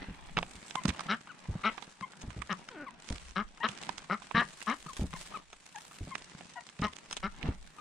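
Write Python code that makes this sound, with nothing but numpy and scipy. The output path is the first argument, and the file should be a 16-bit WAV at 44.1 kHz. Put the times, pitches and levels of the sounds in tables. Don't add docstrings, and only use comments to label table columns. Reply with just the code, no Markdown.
import sys
import numpy as np
from scipy import signal
from scipy.fft import rfft, irfft, next_fast_len
from scipy.io import wavfile
from scipy.ndimage import uniform_filter1d

SR = 44100
rng = np.random.default_rng(int(sys.argv[2]) if len(sys.argv) > 2 else 0)


def field_ratio(decibels):
    return 10 ** (np.asarray(decibels, dtype=float) / 20)


def digitize_waveform(pressure):
    field = np.atleast_2d(pressure).T
    bounded = np.clip(field, -1, 1)
    quanta = np.round(bounded * 32767).astype(np.int16)
    wavfile.write(sys.argv[1], SR, quanta)


N = 344066

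# [f/Hz, level/dB]
BRIGHT_SPECTRUM = [(2350, 6), (4000, 5), (4610, 3), (8170, 3), (9750, -3.5), (11300, -20.5), (14000, -27),
                   (15700, -34)]
# [t/s, level/dB]
CLOTH_LEVEL = [(0.0, -64), (.3, -62.5), (.55, -56.5), (.9, -51), (1.3, -63), (1.75, -57), (2.0, -60.5),
               (2.6, -58.5), (2.95, -70), (3.08, -48), (3.5, -64.5), (3.67, -58.5), (3.71, -49.5),
               (3.75, -55), (3.85, -50.5), (4.0, -59.5), (4.62, -51), (4.8, -55.5), (5.0, -48), (5.1, -59),
               (5.18, -45), (5.45, -63.5), (5.78, -55), (5.95, -56), (6.7, -57), (7.08, -57), (7.14, -50.5),
               (7.2, -60), (7.5, -61.5), (7.8, -61)]


def evened(x):
    return x / np.sqrt(np.mean(x ** 2) + 1e-20)


def smooth_noise(count, size):
    return evened(uniform_filter1d(rng.standard_normal(count), size=size))


def read(points, hz):
    f, value = np.transpose(points)
    return np.interp(np.log(hz + 1), np.log(f + 1), value)


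def over_time(points):
    return np.interp(np.arange(N) / SR, *np.transpose(points))


def add(mix, s, sound, pan_db):
    part = mix[:, round(s * SR):][:, :len(sound)]
    part += (sound * field_ratio(np.outer([.5, -.5], pan_db)))[:, :part.shape[1]]


def unroll(rows):
    s, *columns = np.transpose(rows)
    t = np.arange(s[0], s[-1], 1 / SR)
    return s[0], *(np.interp(t, s, c) for c in columns)


def resonate(x, hz, width_hz):
    turn = np.exp(2j * np.pi * np.cumsum(hz * np.ones(len(x))) / SR)
    r = np.exp(-np.pi * width_hz / SR)
    return 2 * (turn * signal.lfilter([1 - r], [1, -r], x / turn)).real


def colour(x, points):
    return irfft(rfft(x, 2048) * field_ratio(read(points, np.fft.rfftfreq(2048, 1 / SR))), 2048)


def hiss(spectrum, level_db, patchy_db, grains_per_s, grain_db, size):
    # [f/Hz, left-right likeness]
    likeness = [(30, 0.18), (150, -0.62), (300, -0.16), (640, 0.19), (2000, 0.42), (6000, 0.035)]
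    hop = size // 4
    frames, hz = N // hop + 5, np.fft.rfftfreq(size, 1 / SR)
    a, b, c, d, patches = rng.standard_normal((frames, len(hz), 5)).T
    patches = uniform_filter1d(patches, size=5, axis=0)
    patches = evened(uniform_filter1d(patches, size=20, axis=1))
    same = np.clip(read(likeness, hz), -1, 1)[:, None]
    left = a + 1j * b
    right = same * left + np.sqrt(1 - same ** 2) * (c + 1j * d)
    z = np.array([left, right]) * field_ratio(read(spectrum, hz)[:, None] + patchy_db * patches)
    bed = evened(signal.istft(z, nperseg=size, noverlap=size - hop)[1][:, :N])
    chance = rng.random((N, 2))
    hits = (chance[:, 0] < grains_per_s / SR) * field_ratio(-grain_db * np.log(chance[:, 1] + .01))
    hits = uniform_filter1d(hits, size=24)
    bursts = 1 + signal.lfilter([1], [1, -np.exp(-1 / (.002 * SR))], hits)
    steady = np.sqrt(uniform_filter1d(bursts ** 2, size=8000))
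    return bed * bursts / steady * field_ratio(level_db)


def grind():
    # [f/Hz, level/dB]
    grind_spectrum = [(105, -53), (150, 12.5), (190, 6), (500, -11.5), (860, -5.5), (1590, -10),
                      (2290, -11.5), (6000, -27.5), (7800, -51), (13200, -120)]
    # [t/s, level/dB]
    grind_level = [(0.0, -42.5), (.12, -49.5), (.65, -53.5), (1.05, -45), (1.2, -56), (1.75, -48.5),
                   (1.95, -60.5), (2.25, -54), (2.95, -54), (3.5, -61.5), (3.7, -48.5), (3.9, -46.5),
                   (4.0, -53), (5.2, -66.5), (5.36, -42.5), (5.45, -65), (5.8, -61.5), (6.3, -52.5),
                   (6.7, -63), (6.95, -55), (7.3, -60), (7.47, -40), (7.6, -64), (7.8, -52)]
    return hiss(grind_spectrum, over_time(grind_level), patchy_db=2.5, grains_per_s=70, grain_db=4.2, size=1024)


def rustle():
    # [t/s, gain/dB]
    sheen = [(0, 9), (1.1, 0.5), (4.4, -5), (4.6, 9), (5.35, 9.5), (5.5, -3), (5.9, 16), (6.3, -9),
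             (7.8, 8)]
    # centre/s, half length to 1/e/s, f/Hz, width/Hz, gain (linear)
    swish = (0.5, 0.24, 7900, 1300, 0.92)
    sheen_hz = 10800
    cloth = hiss(BRIGHT_SPECTRUM, over_time(CLOTH_LEVEL), patchy_db=1.2, grains_per_s=160, grain_db=4.5, size=256)
    top = signal.sosfiltfilt(signal.butter(4, sheen_hz, "high", fs=SR, output="sos"), cloth)
    cloth = cloth + top * (field_ratio(over_time(sheen)) - 1)
    centre_s, half_s, swish_hz, width_hz, gain = swish
    swell = gain * np.exp(-((np.arange(N) / SR - centre_s) / half_s) ** 2)
    return cloth + swell * np.array([resonate(side, swish_hz, width_hz) for side in cloth])


def rumble():
    # [f/Hz, level/dB]
    rumble_spectrum = [(15, -7.5), (30, -10.5), (60, -11), (110, -47), (170, -17), (400, -110)]
    # [t/s, level/dB]
    grip_level = [(0.0, -54), (0.4, -42), (0.7, -78), (1.2, -76), (1.7, -60.5), (2.1, -83), (2.6, -68),
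                  (3.25, -53), (3.6, -70), (4.2, -60), (4.7, -61.5), (5.15, -38.5), (5.6, -74), (6.25, -63),
                  (6.7, -101), (7.25, -43.5), (7.6, -50.5), (7.8, -85)]
    return hiss(rumble_spectrum, over_time(grip_level), patchy_db=5, grains_per_s=0, grain_db=0, size=2048)


def thuds():
    # [t/s, crust thump peak/dB, ground push peak/dB, settling t60/s]
    footfalls = [(0.085, -37.5, -33, 0.17), (0.369, -27, -34.5, 0.24), (0.552, -45.5, -47.5, 0.15),
                 (0.852, -19, -40, 0.085), (0.884, -26.5, -26, 0.12), (1.486, -68, -26, 0.26),
                 (1.553, -29, -64, 0.028), (2.013, -38.5, -55, 0.092), (2.238, -35.5, -39, 0.1),
                 (2.277, -70, -32.5, 0.11), (2.364, -43, -33.5, 0.22), (3.106, -34, -25.5, 0.12),
                 (3.692, -37, -97, 0.098), (4.347, -24, -34.5, 0.26), (4.861, -40.5, -90, 0.059),
                 (4.994, -36, -28, 0.12), (5.013, -34, -33.5, 0.076), (5.021, -43, -24, 0.064),
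                 (5.038, -30.5, -30, 0.1), (5.138, -35.5, -62, 0.042), (6.007, -45, -32.5, 0.17),
                 (6.073, -37, -72, 0.1), (6.795, -29.5, -45, 0.036), (6.819, -26.5, -25.5, 0.18),
                 (7.435, -29, -36, 0.27), (7.487, -36, -19, 0.087)]
    thump_hz, push_hz = 167.7, 67
    mix, t = np.zeros((2, N)), np.arange(9000) / SR
    for s, thump_db, push_db, t60_s in footfalls:
        settling = 0.11 * rng.standard_normal(9000) * field_ratio(-60 * t / t60_s)
        blows = (t < .001) / 30 + settling
        thump = resonate(blows, thump_hz, 65) + 0.21 * resonate(blows, 3.4 * thump_hz, 270)
        thump = resonate(thump, thump_hz, 200)
        push = resonate(blows, push_hz * rng.uniform(0.73, 1.02), 47)
        push = resonate(push, push_hz, 240)
        step = field_ratio(thump_db) * thump / abs(thump).max() + field_ratio(push_db) * push / abs(push).max()
        add(mix, s, step, -.6)
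    return mix


def add_crack(mix, s, body_db, plate_hz, treble_db, pan_db, t60_s):
    # [f/Hz, level/dB]
    body_spectrum = [(71, -103), (120, 3.5), (608, -2.5), (1080, 2), (1920, -1), (2570, 3), (3640, -1),
                     (4500, -8), (6800, -19), (9900, -53)]
    snap, creak_gain, lead = 5.5, .25, 200
    t = np.arange(1800) / SR
    low, high, chance = rng.standard_normal((1800, 3)).T
    grit = 0.48 + signal.lfilter([1], [1, -.97], (chance > 2.4) | (t == 0))
    spray = grit * field_ratio(-60 * t / max(t60_s, .004)) * np.minimum(t / 0.0013, 1)
    low[70], high[70], spray[70] = -snap, -snap, 1

    def broken(part, spectrum):
        creak = creak_gain * grit[-lead:] * part[-lead:] * np.hanning(2 * lead)[:lead]
        return colour(np.r_[creak, part * spray], spectrum)

    body, fizz = broken(low, body_spectrum), broken(high, BRIGHT_SPECTRUM)
    body = body + 5.9 * resonate(body, plate_hz, .5 * plate_hz)
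    fizz = fizz + 3 * resonate(fizz, 3000 + 5500 * rng.random(), 1500)
    sound = body / abs(body).max() + field_ratio(treble_db) * fizz / abs(fizz).max()
    add(mix, s - lead / SR, field_ratio(body_db) * sound, pan_db)


def splinters():
    mix = np.zeros((2, N))
    moments = np.arange(.01, N / SR, .001)
    busy = np.cumsum(field_ratio(np.interp(moments, *np.transpose(CLOTH_LEVEL))))
    for when, size, plate, side in rng.random((45, 4)):
        s = np.interp(when * busy[-1], busy, moments)
        body_db = -56 - 2 * np.log(size + 0.092)
        add_crack(mix, s, body_db, 800 + 2000 * plate, treble_db=8, pan_db=-28 * side, t60_s=0.01)
    return mix


def loud_cracks():
    # [t/s, body peak/dB, plate f/Hz, treble re body/dB, left-right/dB]
    crack_rows = [(0.37, -11.5, 1510, -23, -3.5), (0.377, -18, 2400, -28, 0), (0.38, -15.5, 740, -22, 0),
                  (0.387, -26, 960, -10, -25), (0.428, -19.5, 780, -16, -4), (0.708, -28, 3160, -5, -7),
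                  (0.7544, -20, 970, -4, -9), (0.854, -23, 1120, 1.5, -14.5), (0.88, -32, 3240, 12, -4),
                  (0.89, -33, 2150, 9.5, -18), (0.903, -26, 1940, -7, -8), (0.993, -25, 1090, -6, -10),
                  (1.007, -27.5, 1200, -1, -10), (1.272, -36, 1070, -29, 2),
                  (1.778, -33.5, 1000, -19.5, -18), (1.823, -38.5, 940, -1, -19),
                  (2.009, -31, 1120, -4.5, 7), (2.134, -38, 1310, -17, 1), (2.215, -45.5, 2920, 12.5, 2),
                  (2.304, -45.5, 1250, -8, -32), (2.419, -28, 1140, -8, -15),
                  (2.687, -29.5, 1480, -2.5, 2.5), (3.573, -41, 1190, -23, 4), (3.687, -36, 3000, -4, -32),
                  (3.891, -24.5, 875, -7, -15), (3.98, -32.5, 1800, 6.5, -10), (4.043, -46, 940, -23, -17),
                  (4.219, -42, 950, -20, -13), (4.311, -26.5, 900, -28, -16), (4.616, -35.5, 2190, -5, -18),
                  (4.863, -36, 1120, -25, 7), (5.13, -33, 1100, -23, 5), (5.136, -28.5, 1100, -26, 5),
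                  (5.323, -36.5, 1100, -17, 2), (5.529, -36.5, 900, -1, -1), (5.911, -40, 1100, -22, 0),
                  (6.153, -19.5, 2080, -10, -9), (6.408, -35, 610, -26, -10), (6.79, -41, 2000, -1, -11.5),
                  (7.11, -38, 745, 10, -3), (7.127, -31.5, 3600, 11, 3), (7.167, -28, 3600, 4.5, 8.5),
                  (7.172, -36, 3500, 6, -13), (7.428, -30.5, 2500, -9, -17.5)]
    mix = np.zeros((2, N))
    for s, body_db, plate_hz, treble_db, pan_db in crack_rows:
        t60_s = 0.018 * field_ratio(0.4 * (-18 - body_db))
        add_crack(mix, s, body_db, plate_hz, treble_db, pan_db, t60_s)
    return mix


def ticks():
    # [t/s, treble peak/dB, left-right/dB]
    tick_rows = [(0.98, -36.5, -6), (2.5274, -24.5, -6), (2.9073, -42, -18), (3.088, -34.5, -26.5),
                 (3.125, -34.5, -21), (3.181, -41, -28), (3.3088, -43.5, -26), (3.775, -32, -14),
                 (3.787, -42, -26), (3.8341, -26.5, -6), (3.867, -41, -26), (4.699, -30, -16),
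                 (4.826, -35, 9), (5.254, -40, 0), (5.7592, -28.5, -6.5), (6.1811, -33, 2),
                 (6.2208, -32, -1), (6.6887, -36.5, -14.5), (6.8172, -25.5, -6), (6.8414, -26, -9),
                 (6.8688, -34, -13), (6.933, -35.5, -13), (6.9656, -31.5, -14.5), (6.986, -31.5, -6)]
    mix, body_re_treble_db = np.zeros((2, N)), -10
    for s, peak_db, pan_db in tick_rows:
        add_crack(mix, s, peak_db + body_re_treble_db, 2500, -body_re_treble_db, pan_db, t60_s=0.0054)
    return mix


def at_feet(mix):
    # [f/Hz, phase lag/rad]
    port_turn = [(300, -0.5), (3270, -1), (5200, 6), (7000, -2.5), (12000, -2)]
    size = next_fast_len(N)
    lag = read(port_turn, np.fft.rfftfreq(size, 1 / SR))
    right = irfft(rfft(mix[1], size) * np.exp(-1j * lag), size)
    return np.array([mix[0], right[:N]])


def tone(hz, level_db, harmonics_db, wobble):
    shake = smooth_noise(len(hz), 200)
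    angle = 2 * np.pi * np.cumsum(hz * (1 + wobble * shake)) / SR
    stack = sum(field_ratio(db) * np.sin((k + 1) * angle) for k, db in enumerate(harmonics_db))
    stack = stack * (1 + .15 * smooth_noise(len(hz), 160))
    return field_ratio(level_db) * evened(stack) * signal.windows.tukey(len(hz), .25)


def peeps():
    # [t/s, length/s, start f/Hz, middle f/Hz, end f/Hz, level before fades/dB, octave re fundamental at end/dB]
    peep_rows = [(0.765, 0.034, 1050, 1026, 990, -37.5, -6), (1.288, 0.04, 1550, 1404, 970, -49, -7),
                 (2.022, 0.032, 1120, 1049, 1057, -38.5, -4), (2.863, 0.034, 1210, 1075, 920, -43, -6.5),
                 (3.601, 0.052, 850, 963, 890, -38.5, 3.5), (4.879, 0.043, 1320, 1144, 936, -45.5, -31),
                 (5.145, 0.028, 1020, 1050, 690, -46.5, -3), (5.337, 0.041, 1101, 1266, 900, -39.5, -10),
                 (5.743, 0.051, 1020, 820, 1040, -46, -2.5), (6.109, 0.034, 1137, 1067, 990, -42.5, -5.5),
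                 (6.554, 0.049, 968, 960, 932, -44, -1), (6.559, 0.0397, 850, 724, 710, -46, -4),
                 (6.866, 0.0234, 1120, 1054, 950, -42.5, -5), (7.778, 0.085, 1163, 1314, 1280, -46, -10)]
    third_re_octave_db = -13
    mix = np.zeros((2, N))
    for s, length_s, start_hz, middle_hz, end_hz, level_db, octave_db in peep_rows:
        u = np.linspace(0, 1, round(length_s * SR))
        hz = np.polyval(np.polyfit([0, .5, 1], [start_hz, middle_hz, end_hz], deg=2), u)
        second_db = octave_db - 9 * (1 - u) ** 2
        call = tone(hz, level_db, [0, second_db, second_db + third_re_octave_db], wobble=.016)
        add(mix, s, call * np.sin(np.pi * u ** .8) ** .6, 7)
    return mix


def quack(length_s, top_db, pitch_hz, rise, attack_s, bright_db, bill, nasal_hz, nasal_db):
    # [f/Hz, width of one pass/Hz, level/dB]
    throat = [(180, 75, -4.5), (696, 960, -1), (1298, 240, 19), (2092, 230, 7.5), (2965, 660, 2.5),
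              (3877, 430, 1), (5370, 1200, -11)]
    t = np.arange(0, length_s, 1 / SR)
    count, u = len(t), t / length_s
    onset_db = -10.5 * np.maximum(1 - t / max(attack_s, .002), 0) ** 2
    effort_db = top_db + onset_db - 17 * u ** 4.65
    lost_db = effort_db.max() - effort_db

    slide = rise * np.clip((u - 0.299) / (0.849 - 0.299), 0, 1)
    scoop = 0.0663 * np.exp(-t / 0.01524)
    hz = pitch_hz * (1 + slide - scoop)
    rough = np.clip(.33 + .04 * lost_db, 0, 1)
    shake = smooth_noise(count, 150)
    turns = np.cumsum(hz * (1 + 0.07 * rough * shake)) / SR
    folds = sum(np.cos(2 * np.pi * k * turns) for k in range(1, 32))
    puffs = (0.3 + np.exp(-(turns % 1) / .4)) * rng.standard_normal(count)
    drive = (1 - rough) * field_ratio(1.7 * shake[::-1]) * evened(folds) + rough * evened(puffs)
    drive = signal.sosfilt(signal.butter(4, 6500, fs=SR, output="sos"), drive)

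    bill = bill * (1 + 0.011 * (2 * u - 1))
    bill = bill * (1 - 0.006 * lost_db + 0.015 * evened(uniform_filter1d(shake, size=600)))
    (chest_hz, chest_width_hz, chest_db), *upper = throat
    wander = rng.standard_normal((count, len(upper)))
    for _ in range(2):
        wander = uniform_filter1d(wander, size=400, axis=0)
    wander_db = 4 * evened(wander).T
    ring = field_ratio(nasal_db) * resonate(resonate(drive, nasal_hz, 350), nasal_hz, 350)
    for k, (f, width_hz, db) in enumerate(upper):
        ring_hz = f * bill if k < 2 else f
        ring_db = db + wander_db[k] - .3 * k * lost_db + bright_db * (k in (3, 4))
        passed = resonate(resonate(drive, ring_hz, width_hz), ring_hz, width_hz)
        ring = ring + (-1) ** k * field_ratio(ring_db) * passed
    level = np.sqrt(uniform_filter1d(ring ** 2, size=600) + 1e-12)

    chest_gain = np.minimum(t / 0.023, 1) * field_ratio(chest_db - (top_db + 28))
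    chest = chest_gain * resonate(resonate(folds, hz, chest_width_hz), chest_hz, 2 * chest_width_hz)
    return field_ratio(effort_db) * (chest - ring / level) * signal.windows.tukey(count, .2)


def quacks():
    # [t/s, length/s, effort/dB, f before scoop/Hz, pitch rise (share), attack/s]
    quack_rows = [(1.081, 0.08, -29.5, 198.7, 0.22, 0.032), (1.633, 0.071, -26.5, 210.4, 0.097, 0.036),
                  (2.49, 0.054, -32, 212.5, -0.22, 0.039), (3.354, 0.078, -33, 192.4, 0.14, 0.014),
                  (3.628, 0.047, -27, 220.8, 0.089, 0.026), (4.093, 0.069, -30.5, 185.8, 0.2, 0.017),
                  (4.34, 0.1, -24.5, 232.5, 0.037, 0.033), (4.664, 0.085, -31.5, 219.2, 0.29, 0.025),
                  (6.818, 0.055, -29.5, 214.2, 0.0057, 0.032), (7.225, 0.058, -33, 191.7, 0.072, 0.029)]
    # [two upper rings' brightness/dB, bill factor on ring f, left-right/dB, nasal f/Hz, nasal level/dB]
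    manners = [(-2.5, 1.05, 3.5, 1690, 9.5), (-2, 1.033, 5, 2210, 8.5), (-3, 0.94, 7, 1760, 14),
               (-1, 0.98, 7, 1640, 12.5), (5, 0.96, 6, 1670, 15.5), (-6.5, 1.013, 4.5, 1900, 6.5),
               (3.5, 0.9, 5, 1740, 19), (-2, 0.92, 8, 1740, 12), (-3, 0.99, 4.5, 1860, 9.5),
               (-5, 1.015, 5, 1770, 6)]
    mix = np.zeros((2, N))
    for (s, *call), (bright_db, bill, pan_db, nasal_hz, nasal_db) in zip(quack_rows, manners):
        add(mix, s, quack(*call, bright_db, bill, nasal_hz, nasal_db), pan_db)
    return mix


def whine():
    # [t/s, f/Hz, level before mouth ring/dB]
    whine_path = [(2.695, 560, -55), (2.74, 450, -53), (2.772, 310, -48), (2.82, 290, -47),
                  (2.865, 235, -49)]
    whine_harmonics = [0, -6, -13, -14, -14, -14, -16, -18, -20, -22]
    mix = np.zeros((2, N))
    s, hz, level_db = unroll(whine_path)
    note = tone(hz, level_db, whine_harmonics, wobble=.03)
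    add(mix, s, note + 3.7 * resonate(note, 1464, 104), 3)
    return mix


def scattered(calls):
    t = np.arange(6000) / SR
    scatter = rng.standard_normal((2, 6000)) * field_ratio(-60 * t / 0.15) * (t > .004)
    scatter = scatter / np.linalg.norm(scatter[0])
    return calls + field_ratio(-12) * signal.oaconvolve(calls, scatter, axes=1)[:, :N]


def scene():
    motion = grind() + rustle() + rumble()
    crust = at_feet(splinters() + loud_cracks() + ticks())
    calls = scattered(peeps() + quacks() + whine())
    return motion + thuds() + crust + calls


def band_limit(x):
    return signal.sosfilt(signal.butter(12, 15820, fs=SR, output="sos"), x)


def record(dry):
    mid, side = (dry[0] + dry[1]) / 2, (dry[0] - dry[1]) / 2
    bass = signal.butter(2, [70, 454], "band", fs=SR, output="sos")
    side = side - 0.75 * signal.sosfiltfilt(bass, side)
    return band_limit(np.array([mid + side, mid - side]))


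dry = scene()
out = record(dry)
digitize_waveform(out)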